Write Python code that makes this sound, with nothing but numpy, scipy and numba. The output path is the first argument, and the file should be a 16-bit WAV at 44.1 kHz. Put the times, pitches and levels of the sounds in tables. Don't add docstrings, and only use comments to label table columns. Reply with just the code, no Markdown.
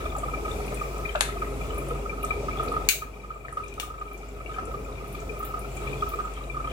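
import sys
import numpy as np
from scipy import signal
from scipy.fft import rfft, irfft, next_fast_len
from scipy.io import wavfile
from scipy.ndimage import uniform_filter1d, minimum_filter1d
from numba import njit

SR = 44100
rng = np.random.default_rng(int(sys.argv[2]) if len(sys.argv) > 2 else 0)


def transcribe(u):
    v = np.clip(np.atleast_2d(u).T, -1, 1)
    q = np.round(v * 32767).astype(np.int16)
    wavfile.write(sys.argv[1], SR, q)


def boost_factor(decibels):
    exponent = np.asarray(decibels, float) / 20
    return 10 ** exponent


N = 296340
T = np.arange(N) / SR
FFT_SIZE = next_fast_len(N)
F = np.fft.rfftfreq(FFT_SIZE, 1 / SR)

LEFT_LAG_S, LIGHTER_LEFT_LAG_S = 0.000209, -0.000193
LIGHTER_SHADE, KNOCK_SHADE, TAIL_SHADE = 1, 0.95, 0.27
JAR_ROOM_DB, LIGHTER_ROOM_DB, KNOCK_ROOM_DB = -2, 0, -1.5
ROOM_T60_S, ROOM_LOW_HZ = 0.28, 1140
HUM_HZ, HUM_DB, HUM_BALANCE_DB = 49.5, -35, 1.1
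KITCHEN_DB = -35
SURGE_RISE_S, SURGE_FALL_S, CALM_DB = 0.14, 0.55, -2
TICK_RISE_S, TICK_SNAP_S, TICK_TAIL_S = 0.0047, 0.004, 0.0053
FAINT_TICKS_PER_S, FAINT_TICK_DB, FAINT_TICK_HZ = 1.9, -42, (6600, 13000)
GRIT_DB, GRIT_S = 5, 0.0012
CLICK_SNAP_DB, KNOCK_SNAP_DB = 12.5, 12
SPRAY_HZ = (1510, 4000)
FLURRY_RISE_S, FLURRY_FALL_S, TRICKLE_DB = 0.035, 0.036, -79
DROP_RING_DB, DROP_T60_S = -15, 0.075
WOBBLE_PER_S, WOBBLE_RAD, WOBBLE_DB = 160, (0.45, 0.9), 2
SPLASH_DB, SPLASH_HZ = -34, (1500, 3670)
PLOP_DB, PLOP_HZ, PLOP_S = -13, (500, 1630), 0.0065
PATTER_SPREAD_DB = 9.5
BUNCH_DB, BUNCHES_PER_S = 2.5, 8
MIC_LOW_HZ, MIC_TOP_HZ = 42, 15950
CEILING_DB, LOUD_DB = 3, -17


def on_log(table, hz):
    table_hz, value = np.array(table).T
    return np.interp(np.log(np.maximum(hz, 1)), np.log(table_hz), value)


def add(track, s, sound):
    i = int(s * SR)
    track[i:i + len(sound)] += sound[:N - i]


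def walk(rate):
    k = int(SR / rate)
    held = np.repeat(rng.standard_normal(N // k + 1), k)
    return 1.46 * uniform_filter1d(uniform_filter1d(held, k), k)[:N]


def swells(rows, rise_s, fall_s):
    return sum(height * np.exp(-np.maximum((s - T) / rise_s, (T - s) / fall_s)) for s, height in rows)


def bandpass(order, low_hz, top_hz):
    return signal.butter(order, [low_hz, top_hz], "bandpass", fs=SR, output="sos")


def ports(x, lag_s=LEFT_LAG_S, shade=1):
    # pitch_hz, left_minus_right_db
    balance = [(60, -2), (200, 0.5), (380, 0.8), (700, 5), (1290, 0), (2380, 12), (4400, 15), (8120, 14.5),
               (15000, -2)]
    tilt = boost_factor(shade * on_log(balance, F) / 2)
    response = np.array([tilt * np.exp(-2j * np.pi * F * lag_s), 1 / tilt])
    return irfft(rfft(x, FFT_SIZE) * response, FFT_SIZE)[:, :N]


def room(x, tail_db, lag_s=LEFT_LAG_S, shade=1):
    t = T[:SR // 2]
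    decay = 1000. ** (-t / ROOM_T60_S) * np.clip(t / 0.0029 - 0.5, 0, 1)
    tail = rng.standard_normal((2, len(t))) * decay
    tail = signal.sosfilt(signal.butter(1, ROOM_LOW_HZ, "highpass", fs=SR, output="sos"), tail)
    tail /= np.sqrt(np.sum(tail ** 2, axis=1, keepdims=True))
    reverb = boost_factor(tail_db) * signal.fftconvolve(x[None], tail, axes=1)[:, :N]
    return ports(x, lag_s, shade) + ports(reverb, lag_s, TAIL_SHADE)


def hum():
    level = np.sqrt(2) * boost_factor(HUM_DB + 0.17 * walk(4.3))
    return level * np.sin(2 * np.pi * np.cumsum(HUM_HZ + 0.3 * walk(4.37)) / SR)


def kitchen():
    # pitch_hz, density_db_per_hz
    noise_floor = [(15, -44), (25, -8), (59, -9), (97, -11), (134, -16), (309, -14.5), (416, -8),
                   (463, -12), (1070, -23), (1260, -20), (1700, -35.5), (2410, -23.5), (3160, -36.5),
                   (11300, -40), (16000, -43.5)]
    # pitch_hz, width_hz, height_over_noise_db
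    pot = [(71.3, 5.3, 10.5), (134.4, 20.4, 14), (194, 5, 9), (267.6, 7.4, 10), (408.1, 8.2, 9),
           (678, 25, 6), (3380, 39, 9), (7500, 1800, 3.5)]
    # pitch_hz, share
    likeness = [(60, 0.92), (300, 0.9), (700, 0.85), (1500, 0.32), (4000, 0.033), (12000, 0.1)]
    # peak_s, height_db
    surges = [(.05, 5), (.45, 2.5), (.75, -1), (1.4, 3.5), (1.93, 4.5), (2.65, 5), (3.6, 3), (4.65, 7),
              (5.9, 2.5), (6.7, 2.5)]
    # time_s, level_db
    hiss = [(0, 2.5), (.5, 3.5), (1.4, 0.5), (1.9, -1), (2.65, 0.5), (3.1, -1), (4.1, -0.5), (5.1, -0.5),
            (6, 1.5), (6.72, 0)]
    peaks_db = sum(db / (1 + (2 * (F - hz) / width) ** 2) for hz, width, db in pot)
    colour = boost_factor(on_log(noise_floor, F) + peaks_db)
    like = np.clip(on_log(likeness, F), 0, 1)
    shared, left, right = rfft(rng.standard_normal((3, FFT_SIZE)))
    common = rfft(ports(irfft(shared * np.sqrt(like), FFT_SIZE)), FFT_SIZE)
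    both = common + np.array([left, right]) * np.sqrt(1 - like)
    swell_db = walk(4.35)
    rumble_db = CALM_DB + swells(surges, SURGE_RISE_S, SURGE_FALL_S)
    hiss_db = np.interp(T, *np.transpose(hiss))
    out = 0
    for hz in 30 * 2. ** np.arange(0, 10, 0.5):
        octaves = np.log2(np.maximum(F, 1) / hz)
        share = np.cos(np.pi / 2 * np.clip(2 * octaves, -1, 1)) ** 2
        low = 1 / (1 + (hz / 1500) ** 2)
        band_db = low * rumble_db + (1 - low) * hiss_db + swell_db + 1.3 * walk(10)
        out = out + irfft(both * colour * share, FFT_SIZE)[:, :N] * boost_factor(band_db)
    return out * boost_factor(KITCHEN_DB) / np.sqrt(np.mean(out ** 2))


def ticks():
    # start_s, peak_db, centre_hz
    clear = [(0.182, -33.5, 7900), (.662, -40, 10300), (0.742, -33.5, 9200), (.977, -39, 7250),
             (1.779, -33, 10800), (1.883, -38, 9700), (2.227, -30.5, 11500), (2.246, -33, 7200),
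             (2.631, -37.5, 10700), (2.68, -40.5, 4000), (3.524, -35, 9100), (3.679, -36, 6600),
             (4.13, -38, 12200), (4.6513, -36.5, 8300), (5.076, -39, 11500), (5.124, -35.5, 11100),
             (5.147, -41, 3540), (5.2, -39, 6740), (5.389, -32, 13800), (5.447, -26, 13000),
             (5.5906, -32.5, 10700), (5.766, -36.5, 7500), (6.087, -28, 13000)]
    out, t = np.zeros(N), T[:SR // 5]
    gap, pitch = rng.random((80, 2)).T
    faint_s = np.cumsum(2 * gap / FAINT_TICKS_PER_S)
    faint = zip(faint_s, [FAINT_TICK_DB] * len(gap), np.interp(pitch, (0, 1), FAINT_TICK_HZ))
    fall = np.exp(-t / TICK_SNAP_S) + 0.5 * np.exp(-t / TICK_TAIL_S)
    shape = np.clip(t / TICK_RISE_S, 0, 1) * fall
    for s, db, hz in clear + [row for row in faint if row[0] < N / SR]:
        band = bandpass(3, hz / 1.18, min(hz * 1.25, 0.45 * SR))
        puff = signal.sosfilt(band, rng.standard_normal(len(t))) * shape
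        add(out, s, boost_factor(db) * puff / np.abs(puff).max())
    return out


def strike(peaks, low_hz, top_hz, contact_s, rattle_db, snap_db):
    t = T[:SR // 6]
    grit = boost_factor(GRIT_DB * np.repeat(rng.standard_normal(len(t)), int(GRIT_S * SR))[:len(t)])
    envelope = np.exp(-t / contact_s) + boost_factor(rattle_db) * grit * np.exp(-t / 0.022)
    push = rng.standard_normal(len(t)) * np.clip(t / 0.000082, 0, 1) * envelope
    push = push + boost_factor(snap_db) * signal.unit_impulse(len(t), SR // 2000)
    push = signal.sosfilt(bandpass(3, low_hz, min(top_hz, 0.45 * SR)), push)
    f = np.fft.rfftfreq(4096, 1 / SR) + 1
    power = sum(boost_factor(2 * db) * 1000 / width / (1 + ((f ** 2 - hz ** 2) / (f * width)) ** 2)
                for hz, width, db in peaks)
    cepstrum = irfft(np.log(power))[:len(f)]
    cepstrum[0] /= 2
    response = irfft(np.exp(rfft(cepstrum, 2 * len(f) - 2)))
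    blow = signal.fftconvolve(push, response)[:len(t)]
    return blow / np.sqrt(np.mean(blow[:SR // 100] ** 2))


def lighter():
    # start_s, rms_db, blow_low_hz, contact_s
    clicks = [(2.8883, -8, 1940, 0.0031), (3.74, -45, 1500, 0.0012), (3.7992, -24.5, 394, 0.0052)]
    # pitch_hz, width_hz, relative_db
    shell = [(1200, 700, 8), (2320, 200, 1), (2640, 300, 7), (3200, 700, 5), (4000, 350, 3), (6060, 600, 0),
             (7200, 1000, 3), (8730, 1300, 4.5), (11400, 3500, -3), (14400, 7700, 8.5)]
    # start_s, rms_db, blow_low_hz, blow_top_hz, contact_s
    knocks = [(1.151, -24.5, 450, 1500, 0.0061), (1.1555, -28, 400, 4230, 0.003),
              (1.164, -34, 300, 1290, 0.0026), (1.208, -19.5, 450, 9150, 0.0039)]
    # pitch_hz, width_hz, relative_db
    enamel = [(597, 75, 8), (810, 110, 1), (1260, 71, 3), (1580, 210, 10), (2010, 200, -21),
              (2780, 260, 3.5), (3700, 160, 5.5), (4850, 1800, -21), (7100, 470, 2.5), (11500, 2400, 13)]
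    trigger, body = np.zeros(N), np.zeros(N)
    for s, db, low_hz, contact_s in clicks:
        blow = strike(shell, low_hz, SR, contact_s, rattle_db=-17, snap_db=CLICK_SNAP_DB)
        add(trigger, s, boost_factor(db) * blow)
    for s, db, low_hz, top_hz, contact_s in knocks:
        blow = strike(enamel, low_hz, top_hz, contact_s, rattle_db=-39, snap_db=KNOCK_SNAP_DB)
        add(body, s, boost_factor(db) * blow)
    return trigger, body


def spray():
    # peak_s, level_db
    flurries = [(0, -46.5), (.5, -56), (1.1, -46), (1.3, -48), (1.7, -53), (2.3, -48.5), (2.6, -54),
                (3.45, -62), (3.7, -46), (4.5, -53.5), (5.17, -52), (5.45, -52), (5.9, -48), (6.1, -51),
                (6.38, -54), (6.72, -49)]
    t = T[:SR // 100]
    start, pitch, size = rng.random((9000, 3)).T[:, :, None]
    hz = SPRAY_HZ[0] * (SPRAY_HZ[1] / SPRAY_HZ[0]) ** pitch
    envelope = boost_factor(-2 * np.log(size + 1e-2)) * t * np.exp(-t * hz / 5) * hz
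    bubbles = envelope * np.sin(2 * np.pi * hz * t * (1 + 5 * t))
    index = (start * N).astype(int) + np.arange(len(t))
    out = np.bincount(index.ravel(), bubbles.ravel(), N)[:N]
    peaks = [(s, boost_factor(db)) for s, db in flurries]
    flow = boost_factor(TRICKLE_DB) + swells(peaks, FLURRY_RISE_S, FLURRY_FALL_S)
    return out / np.sqrt(np.mean(out ** 2)) * flow * boost_factor(2 * walk(18))


def drop(hz, phase, shake, flutter, froth, plop):
    # pitch_hz, length_s
    swell_length = [(420, 0.049), (620, 0.019), (1260, 0.023), (1900, 0.0021), (2400, 0.018),
                    (3400, 0.0081), (7500, 0.0086)]
    t, length = T[:len(shake)], on_log(swell_length, hz)
    rise = np.clip(t / length, 0, 1)
    swell = np.sin(np.pi * rise ** 0.5) ** 2
    ring = boost_factor(DROP_RING_DB) * rise * 1000. ** (-t / DROP_T60_S)
    swing = np.interp(hz, (1200, 2400), WOBBLE_RAD)
    tone = (swell + ring) * boost_factor(WOBBLE_DB * flutter) * np.sin(2 * np.pi * hz * t + phase + swing * shake)
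    splash = boost_factor(SPLASH_DB) * froth * t / 0.0083 * np.exp(-t / 0.0076)
    return tone + splash + boost_factor(PLOP_DB) * plop * t / PLOP_S * np.exp(1 - t / PLOP_S)


def dripping():
    # start_s, level_db, pitch_hz
    clear = [(.002, -30, 1260), (0.055, -29.5, 1260), (.055, -30, 606), (.179, -33, 585), (.229, -33, 690),
             (.372, -31, 610), (.46, -33, 600), (.513, -34, 457), (.721, -35, 584), (.335, -26, 1260),
             (0.583, -44, 1260), (.665, -40, 1260), (1.517, -36, 517), (1.777, -38, 600),
             (1.948, -33, 1257), (1.992, -38, 544), (2.432, -32, 590), (2.687, -32.5, 480),
             (0.149, -29.5, 1250), (0.231, -25.5, 1220), (0.28, -27, 1266), (0.34, -29.5, 2366),
             (0.373, -41, 2340), (.059, -38, 2380), (1.611, -37, 2375), (1.782, -36, 2340),
             (2.227, -41.5, 2390), (6.021, -38, 2385), (.448, -24, 1246), (.456, -37, 2310),
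             (.478, -26, 1273), (.513, -37, 3580), (.054, -47, 3490), (0.101, -47.5, 3450),
             (0.307, -41, 2410), (0.718, -33.5, 1270), (.797, -36, 2410), (0.812, -23.5, 1212),
             (0.959, -32.5, 1243), (0.987, -31, 1240), (1.05, -35, 1990), (1.053, -30.5, 2410),
             (1.09, -37, 2350), (1.091, -39, 3080), (1.286, -27, 1297), (1.323, -38, 2060),
             (1.445, -35, 2010), (1.705, -44, 2950), (2.207, -51, 2820), (2.229, -44, 2850),
             (1.365, -31, 1240), (1.418, -19.5, 1262), (1.7, -32, 1264), (1.771, -33, 1235),
             (1.905, -26.5, 1260), (1.908, -26.5, 476), (2.056, -32, 1290), (2.094, -27.5, 2385),
             (2.129, -32, 1273), (2.236, -29, 1270), (2.305, -24, 2317), (2.304, -25, 1262),
             (2.318, -35, 2440), (2.483, -21.5, 1268), (2.51, -33, 2370), (2.528, -38, 2430),
             (2.563, -31, 1238), (2.571, -44, 3340), (2.585, -43, 3410), (2.608, -48, 3400),
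             (2.678, -35.5, 2440), (2.592, -32, 435), (2.594, -24, 1260), (2.622, -25, 1280),
             (2.672, -29.5, 1247), (2.716, -25, 1260), (2.737, -23, 1252), (2.747, -30.5, 440),
             (2.763, -21, 1252), (3.02, -16.5, 1250), (3.236, -25, 1250), (3.303, -21.5, 1260),
             (3.357, -28, 1236), (3.405, -37, 2420), (3.435, -35, 1200), (3.45, -33, 2390),
             (3.447, -25, 1260), (3.483, -19, 1830), (3.524, -28, 1250), (3.569, -13, 1274),
             (3.597, -20.5, 1251), (3.634, -31, 2410), (3.659, -34.5, 2370), (3.722, -32, 2420),
             (4.014, -42, 2390), (4.114, -37, 2360), (4.14, -33, 2360), (4.848, -42, 2430),
             (4.979, -36.5, 2400), (3.777, -29, 1248), (3.827, -24, 1250), (3.9, -27.5, 1250),
             (3.939, -28.5, 1265), (3.979, -31.5, 1244), (4.012, -21, 1253), (4.11, -31, 1262),
             (4.401, -29.5, 1265), (4.408, -37, 2300), (4.46, -33, 2345), (4.459, -37, 2780),
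             (4.54, -38, 3050), (4.544, -33, 2340), (4.775, -41, 2360), (4.58, -26.5, 748),
             (4.54, -38, 1580), (4.491, -30, 1260), (4.512, -23, 1270), (4.561, -25.5, 1272),
             (4.575, -35, 1680), (4.583, -18, 1284), (4.67, -29.5, 1290), (4.677, -29, 461),
             (4.71, -29, 1280), (4.738, -25.5, 1230), (5.04, -29.5, 1280), (5.143, -39, 1230),
             (5.147, -37.5, 2370), (5.19, -41, 2370), (5.215, -30.5, 1297), (5.29, -29.5, 424),
             (5.366, -39, 1260), (5.292, -29.5, 2390), (5.4, -29.5, 1247), (5.426, -23.5, 1270),
             (5.502, -31.5, 1256), (5.538, -23, 1256), (5.569, -27, 1264), (5.643, -30, 1306),
             (5.835, -30.5, 1260), (5.862, -29.5, 1264), (5.768, -34, 2400), (5.871, -31, 2375),
             (5.927, -32.5, 2400), (6.021, -24, 1257), (6.008, -43, 3350), (6.365, -41, 3100),
             (6.672, -45, 3180), (6.063, -26, 1262), (6.115, -30, 1190), (6.135, -23.5, 1260),
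             (6.187, -23, 1280), (6.198, -22.5, 1260), (6.248, -27, 1255), (6.272, -26.5, 1287),
             (6.497, -34, 2420), (6.542, -26.5, 1275), (6.567, -29, 1230), (6.598, -26, 1287),
             (6.642, -26, 1245), (6.671, -25.5, 1263)]
    # pitch_hz, pitch_range_hz, drops_per_s, level_db
    patter = [(1262, 87, 48, -40.5), (2385, 127, 45, -49), (612, 385, 25, -42.5), (3270, 1280, 60, -58.5),
              (7400, 360, 6, -51)]
    out, size = np.zeros(N), SR // 10
    froth = signal.sosfilt(bandpass(2, *SPLASH_HZ), rng.standard_normal(N))
    plop = signal.sosfilt(bandpass(2, *PLOP_HZ), rng.standard_normal(N))
    water = np.array([walk(WOBBLE_PER_S), walk(WOBBLE_PER_S), froth, plop / plop.std() / 2])

    def piece(u):
        return water[:, int(u * (N - size)):][:, :size]

    for (s, db, hz), (u, v) in zip(clear, rng.random((len(clear), 2))):
        add(out, s, boost_factor(db) * drop(hz, 2 * np.pi * u, *piece(v)))
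    for hz, width, rate, db in patter:
        bunch_db = BUNCH_DB * walk(BUNCHES_PER_S)
        for when, pitch, level, place in rng.random((400, 4)):
            s = when * 400 / rate
            if s < N / SR:
                drop_db = db + bunch_db[int(s * SR)] + PATTER_SPREAD_DB * (level - 0.5)
                add(out, s, boost_factor(drop_db) * drop(hz + width * (pitch - 0.5), 0, *piece(place)))
    return out


def scene():
    trigger, body = lighter()
    jar = room(dripping() + spray(), JAR_ROOM_DB)
    clicks = room(trigger, LIGHTER_ROOM_DB, LIGHTER_LEFT_LAG_S, LIGHTER_SHADE)
    knocks = room(body + ticks(), KNOCK_ROOM_DB, shade=KNOCK_SHADE)
    mains = hum() * boost_factor(np.array([[HUM_BALANCE_DB], [-HUM_BALANCE_DB]]) / 2)
    return jar + clicks + knocks + kitchen() + mains


@njit
def duck_db(peak_db, loud_db, fast_fall, slow_fall, hold):
    cut, fast, slow, wait = np.empty(len(peak_db)), 0., 0., 0.
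    for i in range(len(peak_db)):
        fast = max(peak_db[i], fast * fast_fall)
        wait += 1
        if loud_db[i] > slow:
            slow, wait = loud_db[i], 0.
        elif wait > hold:
            slow *= slow_fall
        cut[i] = max(fast, slow)
    return cut


def top_cut(x):
    return signal.sosfilt(signal.butter(12, 16650, fs=SR, output="sos"), x)


def record(dry):
    mic = signal.sosfilt(signal.butter(6, MIC_LOW_HZ, "highpass", fs=SR, output="sos"), dry)
    mic = signal.sosfilt(signal.ellip(10, 0.2, 70, MIC_TOP_HZ, fs=SR, output="sos"), mic)
    peak = -minimum_filter1d(-np.abs(mic).max(axis=0), size=177)
    power = uniform_filter1d(np.mean(mic ** 2, axis=0), size=1323, origin=600)
    peak_db = np.maximum(20 * np.log10(peak + 1e-9) - CEILING_DB, 0)
    loud_db = np.maximum(10 * np.log10(np.abs(power) + 1e-12) - LOUD_DB, 0)
    cut_db = duck_db(peak_db, loud_db, np.exp(-1 / (0.1 * SR)), np.exp(-1 / (1.7 * SR)), 0.6 * SR)
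    mix = np.clip(mic * boost_factor(-uniform_filter1d(cut_db, size=89)), -1, 1)
    return top_cut(mix)


dry = scene()
out = record(dry)
transcribe(out)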